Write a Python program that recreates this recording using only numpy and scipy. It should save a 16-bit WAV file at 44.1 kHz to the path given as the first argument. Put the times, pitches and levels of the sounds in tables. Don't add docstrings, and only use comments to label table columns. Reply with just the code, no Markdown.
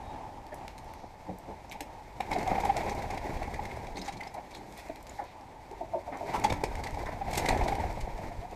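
import sys
import numpy as np
from scipy import signal
from scipy.fft import rfft, irfft
from scipy.io import wavfile
from scipy.ndimage import uniform_filter1d

SR = 44100
rng = np.random.default_rng(int(sys.argv[2]) if len(sys.argv) > 2 else 0)


def invert_db(x):
    u = np.asarray(x, float) / 20
    return 10 ** u


def wrap_up_sound(samples):
    columns = np.atleast_2d(samples).T
    tamed = np.clip(columns, -1, 1)
    steps = np.round(tamed * 32767).astype(np.int16)
    wavfile.write(sys.argv[1], SR, steps)


N = 377055


def at_hz(points, hz):
    point_hz, point_db = np.transpose(points)
    return np.interp(np.log(hz + 1), np.log(point_hz), point_db)


def band(x, low_hz, high_hz, order=2):
    edges_hz = [low_hz, min(high_hz, 0.45 * SR)]
    return signal.sosfilt(signal.butter(order, edges_hz, "band", fs=SR, output="sos"), x)


def colour(x, curve):
    n = x.shape[-1]
    return irfft(rfft(x) * invert_db(at_hz(curve, np.fft.rfftfreq(n, 1 / SR))), n)


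def housed(x):
    # pitch_hz, level_db [dB per Hz]
    housing_curve = [(20, 3), (100, -1), (160, -8), (480, -9), (800, -5.5), (950, -6.5), (1150, -22),
                     (1400, -24.5), (2200, -17), (2900, -32), (3750, -28.5), (8200, -36.5), (9500, -42),
                     (13000, -41), (15500, -51)]
    return colour(x, housing_curve)


def drift(rate_hz):
    knots_per_s = 200
    knots = rng.standard_normal(int(N / SR * knots_per_s) + 202)
    smooth = signal.butter(1, min(rate_hz, 90), fs=knots_per_s, output="sos")
    slow = signal.sosfiltfilt(smooth, knots)[100:-100]
    return np.interp(np.arange(N) / SR * knots_per_s, np.arange(len(slow)), slow / slow.std())


def swell(t, rise_s, t60_s):
    rise = np.sin(np.pi / 2 * np.clip(t / rise_s, 0, 1)) ** 2
    return rise * invert_db(-60 * np.maximum(t - rise_s, 0) / t60_s)


def hump(t, length_s, skew):
    return np.sin(np.pi * (t / length_s) ** skew)


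def seconds(length_s):
    return np.arange(int(length_s * SR)) / SR


def add(out, s, sound, peak_db):
    i = max(round(s * SR), 0)
    out[i:i + len(sound)] += (invert_db(peak_db) * sound / np.abs(sound).max())[:N - i]


def strokes():
    # middle_s, peak_db, boom_hz, body_db [re boom], length_s
    take_off = [(2.208, -20.5, 776, -33, 0.014), (2.292, -35, 843, -12, 0.021),
                (2.319, -26.5, 810, -14, 0.014), (2.33, -28, 906, -22, 0.015),
                (2.366, -20.5, 700, -30, 0.014), (2.386, -30, 770, -5, 0.016), (2.423, -32, 702, -9, 0.027),
                (2.484, -22.5, 748, -27, 0.022), (2.518, -20, 759, -12, 0.016),
                (2.532, -23.5, 785, -19, 0.013), (2.555, -26.5, 814, -15, 0.017),
                (2.57, -30, 820, -18, 0.012), (2.584, -19, 781, -27, 0.021), (2.639, -23, 844, -23, 0.014),
                (2.655, -20.5, 792, -27, 0.019), (2.684, -38, 820, -21, 0.016),
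                (2.701, -15.5, 793, -37, 0.032), (2.724, -32, 786, -23, 0.022),
                (2.768, -23.5, 698, -26, 0.017), (2.778, -26.5, 810, -29, 0.019),
                (2.809, -25.5, 750, -23, 0.017), (2.873, -30, 809, -8.5, 0.03),
                (2.885, -31, 818, -13, 0.016), (2.919, -28.5, 818, -12.5, 0.034),
                (2.956, -37, 766, -21, 0.015), (2.999, -30, 791, -16, 0.015), (3.042, -30, 743, -18, 0.012),
                (3.109, -33, 735, -15, 0.014), (3.138, -28.5, 812, -22, 0.017),
                (3.147, -28.5, 815, -17, 0.011), (3.177, -32, 795, -22, 0.011),
                (3.246, -32.5, 850, -15, 0.021), (3.259, -33, 826, -4.5, 0.012),
                (3.269, -35, 782, -12, 0.017), (3.297, -39, 789, 4, 0.01), (3.422, -25.5, 741, -22, 0.012),
                (3.481, -33, 824, -9, 0.016), (3.597, -25.5, 841, -28, 0.018),
                (3.771, -34.5, 687, -18, 0.022), (3.886, -37.5, 737, -11, 0.012)]
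    fly_past = [(6.344, -22.5, 883, -24, 0.024), (6.355, -27, 875, -19, 0.012),
                (6.45, -14.5, 851, -22, 0.022), (6.469, -23, 872, -29, 0.023),
                (6.505, -26, 826, -8.5, 0.014), (6.524, -24, 802, -5.5, 0.01),
                (6.64, -26.5, 771, -1.5, 0.012), (6.863, -32, 838, -13, 0.018),
                (6.947, -33, 867, -16, 0.015), (6.975, -29, 830, -10.5, 0.011),
                (7.038, -32, 756, -16, 0.011), (7.092, -28, 647, -15, 0.013), (7.172, -39, 758, -21, 0.013),
                (7.22, -24.5, 790, -27, 0.03), (7.286, -30, 753, -16, 0.022), (7.311, -32, 820, -18, 0.012),
                (7.332, -28.5, 785, -16, 0.013), (7.347, -32, 781, -15, 0.017),
                (7.379, -26, 821, -9, 0.022), (7.432, -32.5, 860, -23, 0.012),
                (7.45, -25.5, 847, -9.5, 0.013), (7.499, -25, 713, -12, 0.011),
                (7.509, -19, 790, -25, 0.011), (7.531, -21.5, 702, -17, 0.013),
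                (7.551, -27, 824, -21, 0.019), (7.566, -28, 842, -5, 0.026),
                (7.614, -19.5, 823, -25, 0.011), (7.619, -23, 763, -26, 0.017),
                (7.663, -27, 700, -9, 0.011), (7.668, -26, 737, -18, 0.011), (7.687, -21, 855, -23, 0.012),
                (7.703, -35, 817, -14, 0.028), (7.727, -21.5, 810, -28, 0.022),
                (7.761, -35, 803, -15, 0.026), (7.785, -27, 770, -15, 0.012),
                (7.804, -27.5, 897, -11, 0.021), (7.841, -30, 739, -20, 0.017),
                (7.976, -34, 750, -7, 0.014), (8.077, -29.5, 766, -12, 0.012), (8.19, -31, 682, -21, 0.017)]
    # middle_s, peak_db, boom_hz, body_db [re boom], length_s
    flicks = [
        (.532, -35.5, 603, -14, .04),
        (0.542, -34.5, 807, -16, .014),
        (1.042, -38, 718, -7, .016),
        (1.298, -33.5, 774, -10, 0.022),
        (1.76, -37, 843, -16, .02),
        (1.81, -32, 800, -17, .01),
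        (1.821, -37, 794, -12, .012),
              (2.357, -27, 760, -20, .018), (2.469, -27.5, 780, -20, .018),
                (3.977, -38.5, 806, -12, .027), (4.024, -40, 730, -14, .013), (4.09, -30, 798, -25, .034),
                (4.201, -36, 822, -16, .012), (4.224, -35, 830, -16, .014), (4.273, -33, 789, -15, .017),
                (4.352, -36, 840, -22, .025), (4.383, -31, 729, -23, .034), (4.901, -29, 658, -20, .021),
                (5.197, -27.5, 814, -28, .024), (5.225, -38, 713, -15, .02)]
    landing = [
        (8.319, -36.5, 693, -26, 0.047),
        (8.433, -35, 688, -15, .03),
        (8.454, -35, 735, -21, .03),
        (8.529, -39, 758, -7, 0.032),
    ]
    rows = take_off + fly_past + flicks + landing
    out, t = np.zeros(N), np.arange(4096) / SR
    air = housed(rng.standard_normal((len(rows), 3, len(t))))
    for (middle_s, db, hz, body_db, length_s), (boom_air, body_air, rustle_air) in zip(rows, air):
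        length_s = 1.2 * length_s
        start_s = middle_s - 0.5 * length_s
        shape = np.sin(np.pi * np.minimum(t / length_s, 1)) ** 3
        rough = band(boom_air, hz - 150, hz + 150)
        phase = 2 * np.pi * hz * t * (1 + 0.022 * (1 - t / length_s))
        boom = np.sin(phase) + 0.22 * rough / rough.std()
        add(out, start_s, boom * shape, db - 0.5)
        add(out, start_s, band(body_air, 169, 514) * shape, db + body_db + 9.0)
        add(out, start_s, band(rustle_air, 1000, 3600) * shape, db - 12.5)
    return out


def ticks():
    # start_s, peak_db
    claps = [(2.2062, -24.5), (2.429, -32), (2.4766, -28.5), (2.8338, -38), (2.8958, -31), (3.1448, -37),
             (3.176, -32.5), (3.3708, -35.5), (3.6533, -32.5), (3.7674, -41), (3.8695, -37), (6.5, -26),
             (6.525, -23), (6.6382, -20.5), (6.7541, -33), (6.838, -28.5), (6.87, -34), (7.0605, -38),
             (7.459, -25), (7.4881, -14), (7.575, -28.5), (7.753, -31.5), (7.8034, -34), (8.176, -44)]
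    # start_s, peak_db
    knocks = [
        (2.315, -30.5),
        (3.023, -37.5),
        (3.105, -34.5),
        (3.429, -36),
        (3.5396, -34.5),
        (4.232, -41),
        (4.7741, -48),
    ]
    # start_s, peak_db
    scratches = [(2.3337, -28), (2.385, -29), (2.7673, -24.5), (3.97, -34), (4.016, -39), (4.0583, -40),
                 (4.0797, -30.5), (4.125, -35.5), (4.169, -42), (4.208, -40), (4.272, -38.5), (4.51, -41.5),
                 (4.5488, -35), (6.3642, -38), (6.4424, -16.5), (6.944, -36), (7.638, -30.5), (7.6794, -23)]
    # start_s, peak_db
    snaps = [
        (2.6044, -33),
        (2.653, -28.5),
        (2.951, -40),
        (3.636, -44),
        (4.344, -40),
        (7.379, -17.5),
    ]
    # start_s, peak_db
    swishes = [
        (1.724, -34.5),
        (7.312, -30),
        (7.333, -24.5),
        (7.3533, -25),
        (7.3735, -28),
        (7.396, -31),
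        (8.008, -33.5),
    ]
    # low_db [re peak], top_db [re peak], t60_s
    kinds = [
        (-2.5, -28, 0.03),
        (5.5, -23, 0.042),
        (-8.5, -35, .045),
        (-13, -13, 0.036),
        (-9, -20, 0.048),
    ]
    rows = []
    for hits, kind in zip([claps, knocks, scratches, snaps, swishes], kinds):
        rows += [(*hit, *kind) for hit in hits]
    out, t = np.zeros(N), np.arange(4000) / SR
    air = housed(rng.standard_normal((len(rows), 3, len(t))))
    grain = uniform_filter1d(rng.standard_normal((len(rows), len(t))), size=49) * 7
    for (s, db, low_db, top_db, t60_s), (middle_air, top_air, low_air), crackle in zip(rows, air, grain):
        rise_s = max(0.2 * t60_s - 0.002, 0.0006)
        shape = swell(t, rise_s, max(t60_s, 0.004)) * invert_db(3.65 * crackle)
        add(out, s - 0.6 * rise_s, band(middle_air, 2580, 11050) * shape, db - 2.5)
        add(out, s - 1.2 * rise_s, band(top_air, 6800, 14600) * shape, db + top_db + 7.0)
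        add(out, s - 0.598 * rise_s, band(low_air, 1794, 2430) * shape, db + low_db - 2.5)
        knock = band(low_air, 240, 1230) * swell(t, 0.00089, 0.012)
        add(out, s - 0.599 * rise_s, knock, db + low_db - 0.5)
    return out


def grunts():
    # start_s, peak_db, pitch_hz, length_s, fall [share of pitch lost]
    throat_notes = [
        (5.711, -40.5, 786, 0.015, -0.00074),
        (5.73, -39.5, 890, 0.019, .05),
        (5.808, -27.5, 733, 0.032, 0.2),
        (5.935, -24, 684, 0.027, 0.036),
        (5.948, -24, 640, 0.018, 0.17),
        (5.966, -30, 610, 0.023, 0.08),
        (6.077, -28.5, 720, 0.013, 0.037),
        (6.089, -32.5, 584, 0.023, -0.003),
        (6.209, -28.5, 668, 0.028, -.08),
        (6.225, -34, 608, 0.029, 0.049),
    ]
    # start_s, peak_db, pitch_hz, length_s
    sac_hums = [
        (4.896, -35, 318, 0.019),
        (5.711, -38, 390, 0.038),
        (5.812, -36.5, 341, 0.038),
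        (5.951, -33.5, 360, 0.037),
        (6.116, -39.5, 272.3, 0.05),
        (6.222, -36.5, 403, 0.074),
    ]
    housing_hz, housing_db = 900, -8.5
    out = np.zeros(N)
    air = rng.standard_normal((len(throat_notes), 2, 6000))
    for (s, db, hz, length_s, fall), breath in zip(throat_notes, air):
        t = seconds(length_s)
        waver = band(breath, 13, 100)[:, -len(t):]
        main, housing_waver = 1 + 0.25 * waver / waver.std()
        tone = main * np.sin(2 * np.pi * hz * (t - fall / 2 * t ** 2 / length_s))
        tone = tone + invert_db(housing_db) * housing_waver * np.sin(2 * np.pi * housing_hz * t)
        add(out, s - 0.002, tone * hump(t, length_s, 0.59), db + 0.5)
    sighs = band(rng.standard_normal((len(sac_hums), 6000)), 20, 90)
    for (s, db, hz, length_s), sigh in zip(sac_hums, sighs / sighs.std()):
        t = seconds(length_s)
        hum = (1 + 0.5 * sigh[-len(t):]) * np.sin(2 * np.pi * hz * t)
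        add(out, s, hum * hump(t, length_s, 0.45), db - 0.5)
    return out


def pushes():
    # start_s, peak_db
    gusts = [(2.298, -33.5), (2.474, -37), (2.806, -33), (3.91, -29.5), (6.366, -31), (6.499, -32),
             (6.524, -39), (6.69, -31), (6.733, -25), (6.804, -35), (6.922, -24), (7.273, -26), (7.51, -23),
             (7.611, -20), (7.698, -25), (7.775, -32), (7.907, -24.5), (8.02, -20), (8.132, -26),
             (8.247, -34), (8.373, -30)]
    out, push_hz = np.zeros(N), 48.4
    u = np.linspace(-3, 3, int(1.6 * SR / push_hz))
    for s, db in gusts:
        add(out, s, -u * np.exp(-u ** 2 / 2), db - 7.0)
    return out


def rings():
    # start_s, peak_db, pitch_hz, length_s
    plastic_notes = [(0.01, -60, 3760, 0.18), (3.955, -44, 4070, .01), (3.985, -44, 6300, .012),
                     (4.056, -43, 6000, .014), (4.086, -42, 3850, .016), (4.169, -46, 4200, 0.013),
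                     (2.333, -34, 3920, 0.0068), (0.514, -41, 1770, 0.033), (2.9, -44, 6060, .015),
                     (3.968, -37, 4150, 0.008), (3.972, -43, 6000, .012), (3.973, -37, 2163, 0.024),
                     (4.014, -36, 4090, 0.01), (4.014, -40.5, 5080, 0.017), (4.204, -32, 2046, 0.016),
                     (4.232, -43, 4600, 0.0098), (4.272, -43, 5180, 0.012), (4.545, -46, 4022, 0.011),
                     (6.333, -22.5, 949, 0.047), (1.805, -34, 2320, 0.0068), (5.093, -40, 6940, 0.0075),
                     (6.439, -31, 6650, 0.0064), (6.503, -31, 3660, 0.0087)]
    # start_s, peak_db, pitch_hz
    whirs = [(2.325, -32, 2140), (2.889, -41, 2060), (3.102, -41, 2070), (3.176, -38, 2130),
             (3.261, -38, 1953), (3.648, -41, 2132), (3.708, -36, 2135), (4.083, -37.5, 2120),
             (6.411, -39, 2198), (6.496, -28, 2267), (6.863, -33, 1980), (7.343, -35, 2183),
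             (7.455, -27, 2030), (7.499, -40, 2116), (7.609, -32, 2126), (7.721, -39, 2229),
             (7.794, -37, 2059), (1.721, -41, 2300)]
    whir_s = 0.016
    rows = plastic_notes + [(*whir, whir_s) for whir in whirs]
    out = np.zeros(N)
    air = rng.standard_normal((len(rows), 9000))
    for (s, db, hz, length_s), noise in zip(rows, air):
        t = seconds(length_s)
        width_hz = 45 + 2.2 / length_s
        note = band(noise, hz - width_hz, hz + width_hz, order=1)[-len(t):]
        tone = note / note.std() + 1.54 * np.sin(2 * np.pi * hz * t)
        add(out, s, tone * hump(t, length_s, 0.82), db)
    return out


def scuffs():
    # start_s, peak_db, low_hz, high_hz, length_s
    thuds = [(1.278, -30.5, 119, 517, 0.067), (1.475, -33, 130, 600, 0.062), (1.806, -34, 200, 600, 0.022),
             (2.301, -35, 255, 466, 0.18), (3.932, -37.5, 135, 360, 0.11), (4.118, -39.5, 90, 300, .1),
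             (4.502, -43.5, 124, 344, 0.29), (6.115, -38.5, 230, 607, 0.06), (6.33, -34.5, 101, 448, .37),
             (6.633, -37, 282, 520, 0.044), (7.502, -32.5, 280, 483, 0.31)]
    # start_s, peak_db, low_hz, high_hz, length_s
    rasps = [(6.234, -44, 1500, 6000, 0.18), (7.647, -30, 600, 1200, 0.046),
             (4.535, -44.5, 3300, 4300, .04), (4.56, -50, 6000, 11000, .03),
             (4.045, -44, 3500, 12000, 0.051), (0.838, -56.5, 3900, 6400, 0.33),
             (4.053, -39, 1160, 1730, 0.058), (4.34, -33.5, 513, 1690, 0.074),
             (5.18, -39, 1200, 2000, .045), (4.65, -56, 6000, 15000, .35),
             (4.764, -40.5, 1800, 14000, 0.064), (4.801, -49.5, 1900, 2620, 0.23),
             (5.12, -48, 3000, 15000, 0.13), (5.19, -34, 440, 1080, .07), (5.235, -47.5, 2000, 5100, 0.12),
             (6.118, -30.5, 700, 2300, 0.055), (7.057, -34.5, 970, 2000, 0.043)]
    out = np.zeros(N)
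    air = housed(rng.standard_normal((len(thuds + rasps), 16384)))
    for (s, db, low_hz, high_hz, length_s), noise in zip(thuds + rasps, air):
        t = seconds(length_s)
        add(out, s, band(noise, low_hz, high_hz)[-len(t):] * hump(t, length_s, 0.66), db)
    return out


def scrabbles():
    # start_s, length_s, peak_db
    scrambles = [
        (3.966, 0.035, -42.5),
        (4.045, 0.047, -41.5),
    ]
    # pitch_hz, level_db, t60_s
    trough = [(3810, 6, 0.018), (4500, -6, .011), (5200, -17, 0.0097), (6000, 0, 0.0098), (6800, 7, 0.0073),
              (8300, 2, 0.0071)]
    slips_per_s = 1100
    out, t = np.zeros(N), np.arange(6000) / SR
    for s, length_s, db in scrambles:
        draws = rng.random((len(trough), 3, len(t)))
        slipping = draws[:, 0] < slips_per_s / len(trough) / SR
        slips = slipping * invert_db(-12 * draws[:, 1]) * (t < length_s)
        sound = 0
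        for (hz, mode_db, t60_s), clicks in zip(trough, slips):
            r, w = invert_db(-60 / (t60_s * SR)), 2 * np.pi * hz / SR
            ring = signal.lfilter([0, np.sin(w)], [1, -2 * r * np.cos(w), r * r], clicks + 1e-18)
            sound = sound + invert_db(mode_db) * ring
        add(out, s, sound, db)
    return out


def grit():
    # start_s, peak_db, low_hz, high_hz
    grains = [(2.516, -21, 150, 1200), (0.466, -42, 3500, 15500), (0.5427, -41, 7600, 15500),
              (0.679, -31.5, 1920, 16000), (0.7797, -40, 2800, 16000), (0.785, -43, 3000, 11000),
              (.8435, -51, 6000, 14000), (.892, -46, 1900, 2500), (0.937, -40, 1900, 4500),
              (0.936, -43, 7000, 16000), (1.3848, -43, 8000, 16000), (1.696, -42, 5200, 7000),
              (1.714, -32.5, 2100, 3600), (1.713, -43, 8500, 15900), (1.72, -32, 2100, 4500),
              (1.719, -38.5, 8000, 16000), (1.726, -37, 1800, 14000), (1.806, -27, 2170, 5000),
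              (1.8065, -29.5, 7950, 16000), (1.811, -33.5, 2200, 9000), (3.297, -33, 100, 900),
              (4.724, -42, 3000, 13000), (4.776, -41.5, 9000, 15500), (4.795, -47, 8000, 15000),
              (4.885, -44, 3000, 15000), (4.958, -40, 3030, 15500), (5.0269, -44, 7500, 14000),
              (5.0675, -38, 1900, 15500), (5.0718, -41, 2990, 15500), (5.0944, -43, 5000, 13000),
              (5.24, -47, 5000, 12000), (5.41, -50, 4000, 11500), (5.712, -45, 3000, 15000),
              (6.1718, -42, 5000, 15500), (6.2711, -47, 6000, 15500), (6.3981, -37, 5000, 15000),
              (6.9074, -43, 6000, 12000), (6.9923, -43, 4000, 13000), (7.9266, -43, 5000, 14000),
              (8.5113, -45, 5000, 14000)]
    out, t = np.zeros(N), np.arange(1024) / SR
    air = housed(rng.standard_normal((len(grains), len(t))))
    for (s, db, low_hz, high_hz), noise in zip(grains, air):
        add(out, s, band(noise, low_hz, high_hz) * swell(t, 0.00097, t60_s=0.012), db)
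    return out


def far_puffs(per_s):
    out, t = np.zeros(N), np.arange(1100) / SR
    draws = rng.random((600, 3))
    for when, pitch, size in draws[:int(per_s * N / SR)]:
        boom = np.sin(2 * np.pi * (580 + 400 * pitch) * t)
        add(out, when * N / SR, boom * np.hanning(len(t)), -12 * size)
    return out / out.std()


def flurry():
    # start_s, bustle_db [wings], wash_db [pushed-down air at the microphone]
    flock = [(0, -66.5, -49), (1.24, -62.5, -53), (2.07, -62.5, -53.5), (2.26, -56, -47), (2.4, -46, -40),
             (2.6, -44, -40), (3.14, -50, -40.5), (3.74, -53, -41.5), (3.93, -57, -48.5),
             (4.31, -59.5, -55.5), (5.1, -59.5, -54), (5.4, -65, -55.5), (6.14, -59.5, -53),
             (6.36, -48, -51), (6.55, -53, -36.5), (7.25, -52.5, -41), (7.5, -44, -33.5),
             (8.55, -59.5, -46)]
    s, bustle_db, wash_db = np.transpose(flock)
    bustle = np.interp(np.arange(N) / SR, s, bustle_db)
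    wash = np.interp(np.arange(N) / SR, s, wash_db)
    swing = bustle + 55
    boom = -44 + 0.85 * swing
    hiss = -59.5 + 0.73 * swing
    busy = np.clip((boom + 62.5) / 14, 0.2, 1.3)
    boom = boom + np.clip(boom + 43.5, -9, 0)
    # level, low Hz, high Hz, shared throb dB, own throb dB
    layers = [(wash, 18, 150, 0.71, 1.6), (boom, 150, 1250, 1.86, 0.44),
              (bustle, 1250, 2950, 1.77, 0.91), (hiss, 2950, 16000, 1.47, 0.5)]
    noise, shared = housed(rng.standard_normal((4, N))), drift(22)
    out = invert_db(boom - 13.0) * far_puffs(45)
    for air, (level, low_hz, high_hz, shared_db, own_db) in zip(noise, layers):
        part = band(air, low_hz, high_hz, order=3)
        throb = shared_db * shared + own_db * drift(33)
        out = out + invert_db(level - 1.5 + busy * throb) * part / part.std()
    return out


def coop(x):
    split_hz = 2600
    t = np.maximum(np.arange(12000) / SR - 0.006, 0)
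    low, top = rng.standard_normal((2, len(t)))
    low = band(low, 93, split_hz) * swell(t, 0.0025, t60_s=0.24)
    top = invert_db(-2.0) * band(top, split_hz, 14000) * swell(t, 0.001, t60_s=0.14)
    return signal.fftconvolve(x, invert_db(-7) * (low + top) / np.linalg.norm(low))[:N]


def yard():
    # pitch_hz, level_db [dB per Hz]
    hum_curve = [(90, -8.5), (300, -8), (450, -11.5), (700, -5), (880, 0.5), (1050, -12), (1400, -24),
                 (1900, -21.5), (3000, -29.5), (4500, -34.5)]
    hum = band(colour(rng.standard_normal(N), hum_curve), 85, 6500)
    fade_db = 7 * np.exp(-np.arange(N) / SR / 1.32)
    hum_db = -51.5 + fade_db + 1.5 * drift(5.4)
    drone_hz, drone_db = 49.8, -59.5
    drone = band(rng.standard_normal(N), drone_hz - 4, drone_hz + 4, order=1)
    return invert_db(hum_db) * hum / hum.std() + invert_db(drone_db) * drone / drone.std()


def scene():
    wings = strokes()
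    birds = ticks() + scuffs() + scrabbles() + grit()
    notes = grunts() + rings()
    echoes = coop(birds + invert_db(-9) * wings + invert_db(-3.5) * notes)
    mix = wings + birds + notes + invert_db(-6.5) * echoes + pushes() + flurry() + yard()
    return mix[None]


def band_limit(x):
    return signal.sosfilt(signal.butter(12, 16490, fs=SR, output="sos"), x)


def record(dry):
    cut = signal.sosfilt(signal.cheby2(14, 45, 15800, fs=SR, output="sos"), dry)
    return band_limit(cut)


dry = scene()
out = record(dry)
wrap_up_sound(out)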